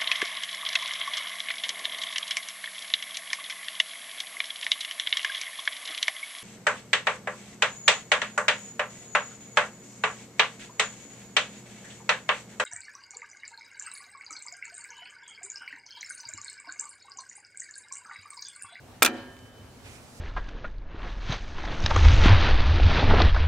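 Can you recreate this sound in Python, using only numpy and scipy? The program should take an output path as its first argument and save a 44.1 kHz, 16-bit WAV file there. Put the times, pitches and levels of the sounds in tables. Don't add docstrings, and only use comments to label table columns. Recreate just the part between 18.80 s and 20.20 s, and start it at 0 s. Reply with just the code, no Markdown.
import sys
import numpy as np
from scipy import signal
from scipy.fft import rfft, irfft, next_fast_len
from scipy.io import wavfile
from scipy.ndimage import uniform_filter1d, map_coordinates

SR = 44100
rng = np.random.default_rng(int(sys.argv[2]) if len(sys.argv) > 2 else 0)


def nominal_scale(level):
    x = np.asarray(level, float) / 20
    return 10 ** x


def master_out(mix):
    frames = np.transpose(np.atleast_2d(mix))
    ceiling = np.clip(frames, -1, 1)
    pcm = np.round(ceiling * 32767).astype(np.int16)
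    wavfile.write(sys.argv[1], SR, pcm)


N = 61739
SIDES = np.array([[1], [-1]])


def unit(x):
    return x / np.sqrt(np.mean(x ** 2) + 1e-20)


def along(points, hz):
    f, v = np.transpose(points)
    return np.interp(np.log(hz + 1), np.log(f + 1), v)


def wobble(rate):
    return map_coordinates(rng.standard_normal(int(N * rate / SR) + 4), [np.arange(N) * rate / SR])


def filtered(x, response):
    m = next_fast_len(N + SR // 2)
    return irfft(rfft(x, m) * response(np.fft.rfftfreq(m, 1 / SR)), m)[..., :N]


def rush(gain, alike, patchy_db):
    z = signal.stft(rng.standard_normal((2, N)), nperseg=512)[2]
    field = uniform_filter1d(rng.standard_normal(z.shape[1:]), size=6, axis=0)
    field = uniform_filter1d(field, size=10, axis=1)
    pair = signal.istft(z * nominal_scale(patchy_db * unit(field)), nperseg=512)[1][:, :N]

    def mid_side_gain(hz):
        turn = np.arccos(np.clip(along(alike, hz), -1, 1)) / 2
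        return gain(hz) * [np.cos(turn), np.sin(turn)]

    mid, side = filtered(pair, mid_side_gain)
    return unit(np.array([mid + side, mid - side]))


def tail(t60s, rise_s):
    hz, t, z = signal.stft(rng.standard_normal((2, SR // 2)), SR, nperseg=128)
    wide = (hz / (hz + 1500))[:, None]
    z = np.array([z[0] + wide * z[1], z[0] - wide * z[1]]) / np.sqrt(1 + wide ** 2)
    envelope = nominal_scale(-60 * t / along(t60s, hz)[:, None]) * (1 - np.exp(-t / rise_s))
    decay = signal.istft(z * envelope, SR, nperseg=128)[1]
    return decay / np.linalg.norm(decay[0])


def air():
    # f/Hz, level/dB per Hz
    floor_tone = [(15, -67), (25, -18.5), (102, -3), (166, -14.5), (242, -12.5), (270, -15.5), (641, -15),
                  (1260, -22.5), (16000, -42)]
    # f/Hz, left-right likeness
    floor_alike = [(60, .97), (240, .9), (950, .5), (3800, .25), (15000, .25)]
    # f/Hz, width/Hz, level/dB
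    drones = [
        (104, 22, -61.5),
        (246, 58, -60),
    ]
    out = nominal_scale(-50.5 + .7 * wobble(8.9)) * rush(lambda hz: nominal_scale(along(floor_tone, hz)), floor_alike, patchy_db=1.4)
    for hz, width_hz, db in drones:
        drone = rush(lambda f: 1 / (1 + (2 * (f - hz) / width_hz) ** 2), [(100, 0.82)], patchy_db=1.2)
        out = out + nominal_scale(db + 1.8 * wobble(5.5)) * drone
    return out


def rustle():
    # t/s, level/dB, fizz over body/dB
    strokes = [
        (0.551, -78.5, 19),
        (.66, -61, -6),
        (.72, -69, -2),
        (.98, -65.5, 2),
        (1.06, -53.5, -6.5),
        (1.15, -54, -1.5),
        (1.21, -60, -2),
        (1.27, -58, -0.5),
        (1.4, -55.5, 1),
    ]
    # f/Hz, level/dB
    body_tone = [(500, -8.5), (900, -11), (2500, -5), (3500, -12.5), (6000, -31)]
    fizz_tone = [(2500, -15), (4200, -0.5), (5000, 0), (9000, -0.5), (11000, -6.5), (13000, -21)]
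    pan_db, lag_s, body_db = -4.5, .00016, -4
    s, db, over_db = np.transpose(strokes)
    t = np.arange(N) / SR
    level_db, fizz_db = np.interp(t, s, db), np.interp(t, s, over_db)
    alike = [(1000, 0.82), (8000, 0.28)]
    body = rush(lambda hz: nominal_scale(along(body_tone, hz)), alike, patchy_db=0.8)
    fizz = rush(lambda hz: nominal_scale(along(fizz_tone, hz)), alike, patchy_db=0.8)
    rub = nominal_scale(level_db + wobble(30)) * (nominal_scale(body_db - fizz_db) * body + nominal_scale(fizz_db / 2) * fizz)
    return filtered(rub, lambda f: nominal_scale(pan_db * SIDES / 2) * np.exp(-1j * np.pi * f * lag_s * SIDES))


def yard(x):
    # f/Hz, t60/s
    wall_t60 = [(200, 0.29), (1500, 0.37), (5000, 0.32), (12000, 0.11)]
    near_t60 = [(300, 0.388), (1200, 0.38), (3000, 0.22), (12000, 0.076)]
    # f/Hz, level/dB
    echo_tone = [(150, -16), (400, 1.5), (3000, -1.5), (8000, -7.5), (15000, -27)]
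    echo_s, echo_rise_s = .09, .07
    near_db, echo_db = -14.5, -26.5
    mono = x.mean(0)
    near = signal.fftconvolve(mono[None], tail(near_t60, rise_s=0.001), axes=1)[:, :N]
    late = np.pad(mono, (round(echo_s * SR), 0))
    far = signal.fftconvolve(late[None], tail(wall_t60, echo_rise_s), axes=1)[:, :N]
    return nominal_scale(near_db) * near + nominal_scale(echo_db) * filtered(far, lambda hz: nominal_scale(along(echo_tone, hz)))


def frame():
    # f/Hz, level/dB, t60/s
    hum_modes = [(230.6, -23, 0.23), (254.6, -27, 0.66), (326, -27.5, 0.25), (354.5, -37, 0.6),
                 (379.7, -32, 0.65), (434, -38.5, 0.42), (554, -41.5, 0.63), (725, -37, 0.26),
                 (938.3, -49.5, 0.74), (1446, -42, 0.35), (1626, -53, 1.46), (1780, -52.5, 1.1),
                 (3040, -53, 1.9), (3130, -51, 0.73)]
    # f/Hz, level/dB, t60/s
    thud_modes = [
        (240, -31, 0.11),
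        (323, -21.5, 0.034),
        (471, -23.5, 0.031),
    ]
    strike_s, rise_s, thud_s = .228, 0.029, .2215
    t = np.clip(np.arange(N) / SR - strike_s, 0, None)
    since_thud = np.clip(np.arange(N) / SR - thud_s, 0, None)
    out = np.zeros((2, N))
    for hz, db, t60 in thud_modes:
        out += nominal_scale(db - 60 * since_thud / t60) * np.sin(2 * np.pi * hz * since_thud)
    for hz, db, t60 in hum_modes:
        uneven_db = 3.5 * wobble(20)
        drift = .045 * (hz / 400) ** .3 * wobble(30)
        shake = nominal_scale(db + uneven_db - 60 * t / t60) * (1 - np.exp(-t / rise_s))
        apart = hz / 5000 * rng.normal() * SIDES
        out += shake * np.sin(2 * np.pi * (hz * t + rng.random() + drift) + apart)
    return filtered(out, lambda f: (1j * f / (130 + 1j * f)) ** 3)


def trip():
    # t/s, level/dB, brightness/dB per octave, fullness below the knee/dB
    contacts = [(.2208, -31, -9, -18), (.2219, -12, -3, 6.5), (.2233, -12.5, 1.5, 4), (.2243, -9, 1.5, -11),
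                (.2256, -12.5, -3.5, 0), (.2295, -14, 6.5, -3), (0.2299, -16.5, 7, -6),
                (.2337, -31.5, 9, -8), (.2358, -21.5, 5.5, 6), (.2484, -10, 3, -6),
                (.2491, -10.5, -4.5, -14.5), (.2525, -16.5, 5, 3.5), (.2594, -17, 5, -1),
                (0.2614, -10, 0.5, -5.5), (.2630, -14.5, 3.5, 1.5), (0.265, -14, -8.5, -6),
                (.2685, -20.5, -8, 4.5), (.2735, -24, 0.5, -11), (.2780, -19.5, -6, -1.5),
                (.2850, -46, 8.5, -4), (.5670, -47, -1, -6.5), (.5900, -49.5, 3, -14)]
    # f/Hz, level/dB, t60/s
    steel = [(661, -10.5, .012), (726.6, -12.5, 0.032), (1337, -5.5, 0.056), (1545, -1.5, 0.017),
             (2160, -13, 0.013), (2393, -5, 0.05), (2596, -0.5, .015), (3513, -4, 0.018),
             (5030, -8.5, 0.0075), (6230, -8, 0.011), (7540, -15, 0.021), (8660, -15, 0.019),
             (10640, -15.5, 0.013), (13600, -8.5, 0.004)]
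    # f/Hz, level/dB
    crack_tone = [(200, -14), (600, 3.5), (1400, 2), (2600, 1), (4500, -4), (8000, -4.5), (11000, -13.5),
                  (15000, -14)]
    knee_hz, pivot_hz = 1800, 2500
    crack_db, crack_t60_s = 5.5, 0.0086
    rattle_db, rattle_t60_s, rattle_top_hz = -2.5, .06, 4500
    headroom_db, pan_db, lag_s = -4, -1, .000022
    out = np.zeros((2, 2, N + SR))
    t = np.arange(8192) / SR
    f = np.fft.rfftfreq(len(t), 1 / SR)
    hz, level_db, t60 = np.transpose(steel)[:, :, None]
    for s, db, tilt_db, full_db in contacts:
        def shade(v):
            bright = tilt_db * np.log2(np.maximum(v, knee_hz) / pivot_hz)
            return bright + full_db / (1 + (v / knee_hz) ** 4)

        level_draw, side_draw, pitch_draw, phase_draw = rng.standard_normal((4, len(steel), 1))
        spread = np.clip(hz / 7000, 0, 1.2) * side_draw * SIDES[:, None]
        phase = 2 * np.pi * hz * (1 + .012 * pitch_draw) * t + spread + .6 * phase_draw
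        ring = nominal_scale(level_db + shade(hz) + 2 * level_draw - 60 * t / t60) * np.sin(phase)

        noise = rng.standard_normal((2, len(t)))
        width = [1 + 0 * f, f / (f + 2500)]
        mid, side = irfft(rfft(noise) * nominal_scale(along(crack_tone, f) + shade(f)) * width)
        spit = mid + .9 * SIDES * side
        dull = irfft(rfft(spit) / (1 + (f / rattle_top_hz) ** 2))
        crack = spit * nominal_scale(crack_db - 60 * t / crack_t60_s)
        rattle = dull * nominal_scale(rattle_db - 60 * t / rattle_t60_s)

        hit = np.array([ring.sum(1), crack + rattle]) * (1 - np.exp(-t / 0.0001))
        out[..., round(s * SR):][..., :len(t)] += nominal_scale(db + headroom_db + pan_db * SIDES / 2) * hit
    return filtered(out[..., :N], lambda f: (1j * f / (250 + 1j * f)) ** 3 * np.exp(1j * np.pi * f * lag_s * SIDES))


def scene():
    (ring, crack), hum = trip(), frame()
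    return ring + crack + hum + yard(crack + 0.26 * ring + 3.54 * hum) + air() + rustle()


def low_pass(x):
    return signal.sosfilt(signal.butter(12, 16610, fs=SR, output="sos"), x)


def record(dry):
    duck_db, duck_from_s, duck_in_s, duck_back_s = -2.5, .27, 0.022, 0.047
    ceiling, top_hz = 1.05, 15850
    t = np.arange(N) / SR - duck_from_s
    duck = np.exp(-np.clip(t, 0, None) / duck_back_s) * np.clip(1 + t / duck_in_s, 0, 1)
    x = dry * nominal_scale(duck_db * duck)
    x = x / (1 + np.abs(x / ceiling) ** 8) ** .125
    x = filtered(x, lambda f: 1 / (1 + (f / top_hz) ** 120))
    return low_pass(x)


dry = scene()
out = record(dry)
master_out(out)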